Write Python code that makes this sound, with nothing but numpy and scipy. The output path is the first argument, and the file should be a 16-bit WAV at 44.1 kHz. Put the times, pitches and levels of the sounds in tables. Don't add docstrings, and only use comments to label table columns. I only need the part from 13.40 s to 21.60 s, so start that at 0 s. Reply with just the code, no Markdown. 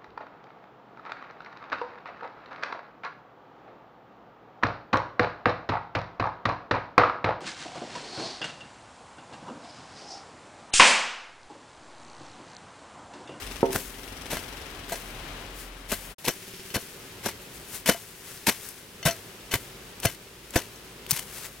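import sys
import numpy as np
from scipy import signal
from scipy.fft import rfft, irfft, next_fast_len
from scipy.io import wavfile
from scipy.ndimage import uniform_filter1d

SR = 44100
rng = np.random.default_rng(int(sys.argv[2]) if len(sys.argv) > 2 else 0)


def persist_wave(psi):
    counts = np.round(np.clip(psi, -1, 1) * 32767).astype(np.int16)
    wavfile.write(sys.argv[1], SR, np.atleast_2d(counts).T)


def nominal_scale(level):
    x = np.asarray(level, float) / 20
    return 10 ** x


N = 361619
T = np.arange(N) / SR
FFT = next_fast_len(N)
HZ = np.arange(FFT // 2 + 1) * SR / FFT + 1e-3

# touch in seconds, length of the cut in seconds, crunch in dB at the touch
# and at the stop, clods against the crunch in dB, crumble in dB, length of the crumble in seconds.
STROKES = [(0.322, 0.034, -39, -30, 2.5, -41.5, 0.1), (0.908, 0.024, -32, -29, -1.5, -35.5, 0.1),
           (1.493, 0.033, -41, -29, -2.5, -38, 0.067), (2.492, .03, -42, -25.5, -1.5, -30.5, 0.035),
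           (2.845, 0.038, -39, -22.5, -0.5, -33, 0.043), (3.343, 0.027, -30.5, -30.5, 4.5, -48.5, 0.042),
           (3.835, 0.028, -38.5, -25.5, -2.5, -34.5, 0.052), (4.461, 0.035, -29, -16, -2.5, -28, 0.072),
           (5.07, 0.025, -22.5, -20.5, 0, -36.5, 0.07), (5.654, 0.022, -19, -21.5, -3.5, -30.5, 0.082),
           (6.112, 0.028, -39.5, -20, -4.5, -29, 0.041), (6.628, 0.027, -38.5, -20.5, -1, -39.5, 0.086),
           (7.132, 0.029, -41, -17.5, -1, -31.5, 0.094), (7.694, .102, -40, -38.5, -8, -47, .03)]
# steel ring against the crunch in dB, favoured blade pitch in Hz,
# trickling soil in dB, treble of the grit in dB.
STROKE_AFTERMATH = [(-50, 1600, -44, 5), (-47, 1600, -50, -1), (-27.5, 1500, -48.5, 0.5),
                    (-28, 1300, -44.5, 3), (-34, 5300, -46.5, 1), (-32.5, 4680, -47.5, 1),
                    (-36.5, 5800, -53.5, -1), (-36, 2700, -45.5, 0.5), (-38, 5800, -44.5, 0.5),
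                    (-22.5, 850, -49, -1.5), (-37, 2100, -50.5, -1), (-37, 4300, -55, 4),
                    (-36, 2200, -52, -3), (-59, 5800, -48, 5)]
# frequency in Hz, likeness from 0 to 1.
FAR_LIKENESS = [(60, .999), (200, 0.94), (500, 0.85), (1000, 0.44), (2500, 0.23), (12000, 0.1)]
CUT_S = 2.748, 2.782


def along_hz(points):
    hz, value = np.transpose(points)
    return np.interp(np.log(HZ), np.log(hz), value)


def gain_curve(s, db):
    return nominal_scale(np.interp(T, s, db)) * (T >= s[0]) * (T <= s[-1])


def colour(x, points, lo_hz, hi_hz):
    spectrum = rfft(x, FFT) * nominal_scale(along_hz(points))
    inside = (HZ > lo_hz) & (HZ < hi_hz)
    band_energy = np.sum(abs(spectrum[inside]) ** 2)
    return irfft(spectrum, FFT)[:N] * np.sqrt(FFT * N / 2 / band_energy)


def grains(rate, spread_db):
    boost_db = np.minimum(spread_db * rng.exponential(size=N), 5 * spread_db)
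    size = rng.standard_normal(N) * nominal_scale(boost_db)
    return size * (rng.random(N) < rate / SR)


def ring(x, modes):
    out = 0
    for hz, db, t60 in modes:
        pole = np.exp((2j * np.pi * hz - np.log(1000) / t60) / SR)
        out = out + signal.lfilter([0, nominal_scale(db) * pole.imag], [1, -2 * pole.real, abs(pole) ** 2], x)
    return out


def walk(rate):
    k = int(SR / rate)
    steps = np.repeat(rng.standard_normal(N // k + 1), k)
    return 1.3 * uniform_filter1d(uniform_filter1d(steps, k), k)[:N]


def add(out, s, sound):
    i = int(s * SR)
    out[i:i + len(sound)] += sound[:N - i]


def split(x):
    low = signal.lfilter(*signal.butter(1, 6000, fs=SR), x)
    return low, x - low


def ports(source, balance, likeness):
    # frequency in Hz, lead of the left side in radians.
    lead = [(60, -.05), (200, -.13), (1000, -.3), (2200, .05), (5000, .5), (12000, .3)]
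    angle = np.arccos(np.clip(along_hz(likeness), 0, 1)) / 2
    side = np.array([[1], [-1]])
    balance_db = along_hz(balance)
    tilt = nominal_scale(side * balance_db / 2) * np.exp(.5j * side * along_hz(lead))
    shared = np.cos(angle) * rfft(source(), FFT)
    unlike = 1j * side * np.sin(angle) * rfft(source(), FFT)
    mean_gain = np.cosh(balance_db * np.log(10) / 40)
    return irfft(tilt * (shared + unlike) / mean_gain, FFT)[:, :N]


def strokes():
    # frequency in Hz, density in dB per Hz.
    grit_spectrum = [(530, -53), (900, 1.5), (1220, -10), (2070, -0.5), (3300, -4.5), (4700, -6),
                     (13400, -6.5), (16000, -17)]
    # frequency in Hz, density in dB per Hz.
    clod_spectrum = [(71, -10), (120, -3), (695, -2.5), (814, -12), (1010, -11), (1310, -14.5), (1590, -5),
                     (1800, -14), (2340, -64), (3960, -120)]
    ring_db, favoured_hz, _, treble_db = np.transpose(STROKE_AFTERMATH)
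    starts = np.transpose(STROKES)[0] - 0.0099
    stroke = (np.searchsorted(starts, T) - 1).clip(0)
    crunch, body = stroke_shape()
    grit = grains(14000, 1.3) * nominal_scale(3.23 * walk(300))
    clods = colour(grains(2500, 0.96), clod_spectrum, 250, 1000)
    shake = crunch * nominal_scale(ring_db)[stroke] * grit / grit.std()
    dull, bright = split(colour(grit, grit_spectrum, 2200, 12100))
    crackle = crunch * (dull + nominal_scale(treble_db)[stroke] * bright)
    return crackle + body * clods + blade(shake, favoured_hz[stroke])


def stroke_shape():
    lead_s, drop_s = 0.0099, 0.013
    bite_at, bite_share = 0.8, 0.32
    faint_db, silent_db = -54, -69
    s, cut, touch_db, stop_db, clods_db, crumble_db, crumble = np.transpose(STROKES)
    stop, flat = s + cut, np.ones(len(s))
    end = stop + drop_s + crumble
    times = [s - lead_s, s, s + bite_at * cut, stop, stop + drop_s, end, end + lead_s]
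    bite_db = touch_db + bite_share * (stop_db - touch_db)
    db = np.array([silent_db * flat, touch_db, bite_db, stop_db, crumble_db, faint_db * flat, silent_db * flat])
    depth_db = np.array([-9, -9, -4.5, 0, 0, -22, -22])[:, None]
    times = np.ravel(times, "F")
    crunch = gain_curve(times, np.ravel(db, "F"))
    return crunch, gain_curve(times, np.ravel(db + clods_db + depth_db, "F"))


def thuds():
    # time of the full swell in seconds, its level in dB, pitch in Hz, rise in seconds.
    stops = [(0.363, -27.5, 150, 0.002), (0.933, -36.5, 242, 0.0018), (2.88, -28, 168, .0017),
             (3.363, -17, 166, 0.00096), (3.864, -28, 229, 0.0036), (4.488, -39, 81, 0.0076),
             (4.491, -19.5, 186, 0.0041), (5.082, -19, 219, .0022), (5.661, -17.5, 152, 0.0062),
             (6.139, -14, 174, 0.00076), (6.155, -23, 110, 0.0032), (6.658, -15.5, 109, 0.0041),
             (7.163, -10, 136, 0.0015), (7.727, -25.5, 140, 0.0044)]
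    out, t = np.zeros(N), T[:SR // 8]
    for s, db, hz, swell in stops:
        swing = -np.cos(2 * np.pi * hz * (t - swell))
        envelope = t / swell * np.exp(1 - t / swell)
        add(out, s - swell, nominal_scale(db) * swing * envelope)
    return out


def snaps():
    # start in seconds, relative level in dB, pitch in Hz, push on the blade against that level in dB.
    ticks = [(0.36, -7, 1650, -30), (0.97, -15, 1560, -14), (1.497, -21.5, 1600, -26),
             (1.521, -20, 680, -4), (2.518, -13, 2570, -29), (2.869, -33, 1610, -19),
             (3.303, -31, 3010, -11), (3.889, -17.5, 1320, -18), (4.464, -27, 2400, -24),
             (4.49, -10.5, 680, -7.5), (4.547, -30, 684, -1), (4.975, -29, 5000, -25),
             (5.289, -21, 9200, -25), (5.629, -32, 2150, 0.5), (5.675, -16, 680, -7),
             (5.691, -25, 1600, -2), (5.71, -22.5, 5820, -12), (6.113, -27.5, 3010, -11),
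             (6.118, -19, 3010, -16), (6.14, -5.5, 2060, -19), (6.601, -19.5, 9300, -30),
             (6.632, -25, 3010, -9), (6.65, -10, 676, -11), (6.668, -30.5, 2100, 4.5),
             (7.107, -26, 7500, -28), (7.158, -19, 704, -1), (7.174, -28.5, 5900, -2),
             (7.36, -32, 7000, -22), (7.447, -38, 10000, -30), (7.665, -22, 3010, -31),
             (7.709, 1, 8700, -22), (7.7151, -2.5, 4900, -35), (7.793, -21, 3000, -24),
             (8.129, -36, 12000, -30)]
    tick_s, grit_s, grit_db = 0.00046, 0.0026, -9.5
    out, push, favoured_hz, t = np.zeros(N), np.zeros(N), np.ones(N), T[:SR // 50]
    for s, db, hz, ring_db in ticks:
        noise = rng.standard_normal(len(t))
        noise = signal.lfilter([1, -np.exp(-2500 / hz)], [1], noise)
        tick = np.sin(2 * np.pi * hz * t) * np.exp(-t / tick_s)
        tail = nominal_scale(grit_db) * noise * np.exp(-t / grit_s)
        add(out, s, nominal_scale(db) * (tick + tail) / np.sqrt(2))
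        i = int(s * SR)
        push[i], favoured_hz[i] = nominal_scale(db + ring_db), hz
    return out + blade(push, favoured_hz)


def blade(push, favoured_hz):
    # pitch in Hz, level in dB, time to fall 60 dB in seconds.
    modes = [(679.6, 0.5, 0.076), (1350, -15, 0.11), (1610, -9.5, 0.08), (2060, -6, 0.1), (2730, -2, 0.048),
             (3028, -1, 0.11), (3550, -6, 0.076), (4365, 1, 0.07), (5820, 4.5, 0.062), (6200, 4, 0.047),
             (7500, 1, 0.026)]
    off_mode_db = -8
    out, struck = 0, np.flatnonzero(abs(push) > 1e-6)
    for mode in modes:
        octaves = abs(np.log2(mode[0] / favoured_hz[struck]))
        weighted = np.zeros(N)
        weighted[struck] = push[struck] * nominal_scale(off_mode_db * octaves)
        out = out + ring(weighted, [mode])
    return out


def rustle():
    # frequency in Hz, density in dB per Hz.
    dust_spectrum = [(410, -4), (750, -7.5), (1640, -1), (3740, -5), (10000, -1.5), (16000, -5)]
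    # loudest moment in seconds, level in dB, rise in seconds,
    # fall in seconds, treble against the rest in dB.
    drags = [(.02, -43, 0.11, 0.27, -9), (.17, -48.5, 0.086, .12, -10), (.44, -50.5, 0.075, 0.069, 7),
             (2.2, -44, 0.079, 0.094, 0), (3.3, -51.5, 0.36, 0.58, 1), (4.02, -58.5, 0.028, 0.084, 11),
             (4.16, -53.5, .08, 0.14, 7), (4.36, -38, 0.085, 0.058, 1.5), (4.88, -43.5, 0.093, 0.33, -3.5),
             (5.27, -43.5, 0.14, 0.087, 0.5), (6.198, -60, 0.25, .3, -2), (7.98, -41.5, 0.12, 0.17, -2.5),
             (8.06, -40.5, 0.16, 0.029, -5)]
    trickle_rise_s, trickle_fall_db_s = 0.031, 35.5
    edge_db, stir_db = -16.5, -59
    stops = np.array([s + cut for s, cut, *_ in STROKES])
    last = (np.searchsorted(stops, T) - 1).clip(0)
    since = T - stops[last]
    trickle_db = np.transpose(STROKE_AFTERMATH)[2][last] - trickle_fall_db_s * since
    trickle = (since / trickle_rise_s).clip(0, 1) * nominal_scale(trickle_db) ** 2
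    power = np.ones((2, 1)) * (nominal_scale(stir_db) ** 2 + trickle)
    for s, db, rise, fall, treble_db in drags:
        span = slice(max(int((s - 2 * rise) * SR), 0), int((s + 2 * fall) * SR))
        away = np.maximum((s - T[span]) / rise, (T[span] - s) / fall)
        power[:, span] += nominal_scale(db + edge_db * away + np.array([[0], [treble_db]])) ** 2
    dust = colour(grains(14000, 2.1) * nominal_scale(1.17 * walk(40)), dust_spectrum, 4000, 12200)
    return np.sum(np.sqrt(power) * split(dust), axis=0)


def knock():
    # start in seconds, relative strength in dB.
    blows = [(0.2298, -4), (0.2386, -22)]
    # pitch in Hz, relative level in dB, time to fall 60 dB in seconds.
    modes = [(132, -29, 0.099), (272, -9.5, 0.52), (390, 0.5, 0.33), (462, 5, 0.11), (535, 8.5, 0.056),
             (684, -2, 0.12), (840, 13, 0.016), (920, 3, 0.094), (1290, 2, 0.049)]
    push, t = np.zeros(N), T[:SR // 100]
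    for s, db in blows:
        add(push, s, nominal_scale(db) * t / 0.00036 * np.exp(-t / 0.00021))
    dying = np.exp(-(T - .24).clip(0) / 0.048) * (T > .24)
    rattle = grains(400, 1.3) * dying * nominal_scale(-11.0)
    push += uniform_filter1d(rattle, size=24)
    high_pass = signal.butter(2, 140, "high", fs=SR, output="sos")
    return signal.sosfilt(high_pass, ring(push, modes) * nominal_scale(-28))


def engine(view):
    # time in seconds, firings a second, exhaust in dB, gas hiss in dB.
    firings = [
        [(0, 23, -52, -50), (.3, 19.5, -57, -50.5), (.4, 21.2, -52, -57), (.5, 22.1, -51.5, -56.5),
         (.9, 22.3, -51.5, -50.5), (1.45, 22.6, -54, -57.5), (1.6, 22.6, -55.5, -55), (2.74, 22.6, -62, -70)],
        [(2.78, 17, -62, -58), (3.15, 17.2, -51, -50.5), (3.7, 17.5, -60, -59), (8.2, 17.3, -62, -62.5)],
    ]
    # pitch in Hz, width in Hz, relative level in dB.
    exhaust = [
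        [(90.5, 14, -3), (173, 10.2, -11), (270, 33, 7.5), (393.4, 24, 4.5)],
        [(105, 21, -7), (190, 14, -4), (263, 88, 3), (380, 19, 4.5)],
    ]
    # frequency in Hz, density in dB per Hz.
    gas_spectrum = [
        [(400, -7), (1500, -4.5), (2900, -0.5), (3900, -4), (4500, -8.5), (5300, -4), (6100, -4.5), (6600, -14),
         (9000, -9), (12000, -12.5), (15500, -18)],
        [(400, -36), (1800, -5.5), (2550, -1.5), (3260, -2.5), (4200, -5.5), (5300, -3), (6500, -9),
         (15000, -17)],
    ]
    steady_gas_db = [-15, 3]
    first_firing_s = .022
    tick_s, second_tick_s = .0025, .0072
    puff_s, puff_db = .016, -6
    s, rate, pipe_db, gas_db = np.transpose(firings[view])
    rate = np.interp(T, s, rate)
    turns = np.cumsum(rate) / SR - first_firing_s * rate[0]
    fired = np.diff(np.floor(turns), prepend=-1).clip(0, 1) * nominal_scale(1.1 * walk(25))
    modes = [(hz, db, np.log(1000) / np.pi / width) for hz, width, db in exhaust[view]]
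    pipe = colour(ring(fired, modes), [(20, 0), (2000, 0)], 200, 450)
    since = turns % 1 / rate
    second_tick = (since > second_tick_s) * np.exp(-abs(since - second_tick_s) / tick_s)
    ticks = np.exp(-since / tick_s) + second_tick
    shape = ticks + nominal_scale(puff_db) * np.exp(-since / puff_s) + nominal_scale(steady_gas_db[view])
    puffs = shape * nominal_scale(1.04 * walk(9.9)) * rng.standard_normal(N)
    gas = colour(puffs, gas_spectrum[view], 3500, 6500)
    return pipe * gain_curve(s, pipe_db) + gas * gain_curve(s, gas_db)


def surroundings(view):
    # frequency in Hz, density in dB per Hz.
    air_spectrum = [
        [(15, -31), (25, -15.5), (53, -11.5), (93, -8), (207, -12), (264, -10.5), (501, -13), (3010, -17),
         (6540, -30), (15000, -43)],
        [(20, -48), (108, 0), (300, -6.5), (390, -2.5), (660, -11), (1560, -12), (3000, -13), (8000, -23.5),
         (16000, -29)],
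    ]
    air_db = [-45.5, -48]
    # frequency in Hz, left minus right in dB.
    far_balance = [(200, 0.23), (500, 2.5), (1000, 4.1), (4000, 8.7), (15000, 11)], [(200, 0), (500, -0.5),
                   (2000, 2.5), (12000, -3.5)]
    breath = nominal_scale(air_db[view] + 2.3 * walk(3.405))

    def far():
        return breath * colour(rng.standard_normal(N), air_spectrum[view], 22, 16200) + engine(view)

    return ports(far, far_balance[view], FAR_LIKENESS) + hum(view)


def hum(view):
    # time in seconds, pitch in Hz, rms level in dB.
    tone = [
        [(0, 42.4, -50.5), (.93, 44.25, -56), (1.7, 41.4, -48), (2.74, 39.22, -48)],
        [(2.78, 52.35, -78), (8.2, 52.5, -56)],
    ]
    s, hz, db = np.transpose(tone[view])
    pitch = np.interp(T, s, hz) + 1.61 * walk(4.1)
    level = np.sqrt(2) * gain_curve(s, db) * nominal_scale(0.51 * walk(8))
    return level * np.sin(2 * np.pi * np.cumsum(pitch) / SR)


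def rumble():
    # time in seconds, level in dB.
    swells = [
        [(0, -47), (2.74, -64)],
        [(2.79, -75), (4.2, -57), (5.4, -83), (6.2, -57), (7.2, -70), (7.5, -70), (8.2, -67)],
    ]
    level = sum(gain_curve(*np.transpose(rows)) for rows in swells)
    spectrum = [(10, -18), (22, -24), (40, 23), (70, 15.0), (120, -44)]  # Hz, dB per Hz
    return level * colour(rng.standard_normal(N), spectrum, 14, 105)


def scene():
    # frequency in Hz, likeness from 0 to 1.
    near_balance, near_likeness = [(100, 1), (1000, 2), (2200, -0.5), (3500, 7.5), (14000, 7.5)], [(300, 1),
                                   (2000, 0.99), (4000, 0.83), (12000, 0.55)]
    # frequency in Hz, left minus right in dB.
    wood_balance = [(150, -.5), (500, -2.5), (1200, -4)]
    hoe = ports(lambda: strokes() + thuds() + snaps() + rustle(), near_balance, near_likeness)
    wood = ports(knock, wood_balance, FAR_LIKENESS)
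    second = T > sum(CUT_S) / 2
    return hoe + wood + surroundings(0) * ~second + surroundings(1) * second + rumble()


def roll_off(x):
    return signal.sosfilt(signal.butter(12, 16980, fs=SR, output="sos"), x)


def record(dry):
    out_s, in_s = CUT_S
    fade_times = [out_s - .03, out_s, in_s, in_s + .002]
    fade = np.interp(T, fade_times, [1, 0, 0, 1]) ** 1.3
    rounded = .75 * np.tanh(dry * fade / .75)
    low_pass = signal.ellip(8, .2, 70, 16000, fs=SR, output="sos")
    return roll_off(signal.sosfilt(low_pass, rounded))


dry = scene()
out = record(dry)
persist_wave(out)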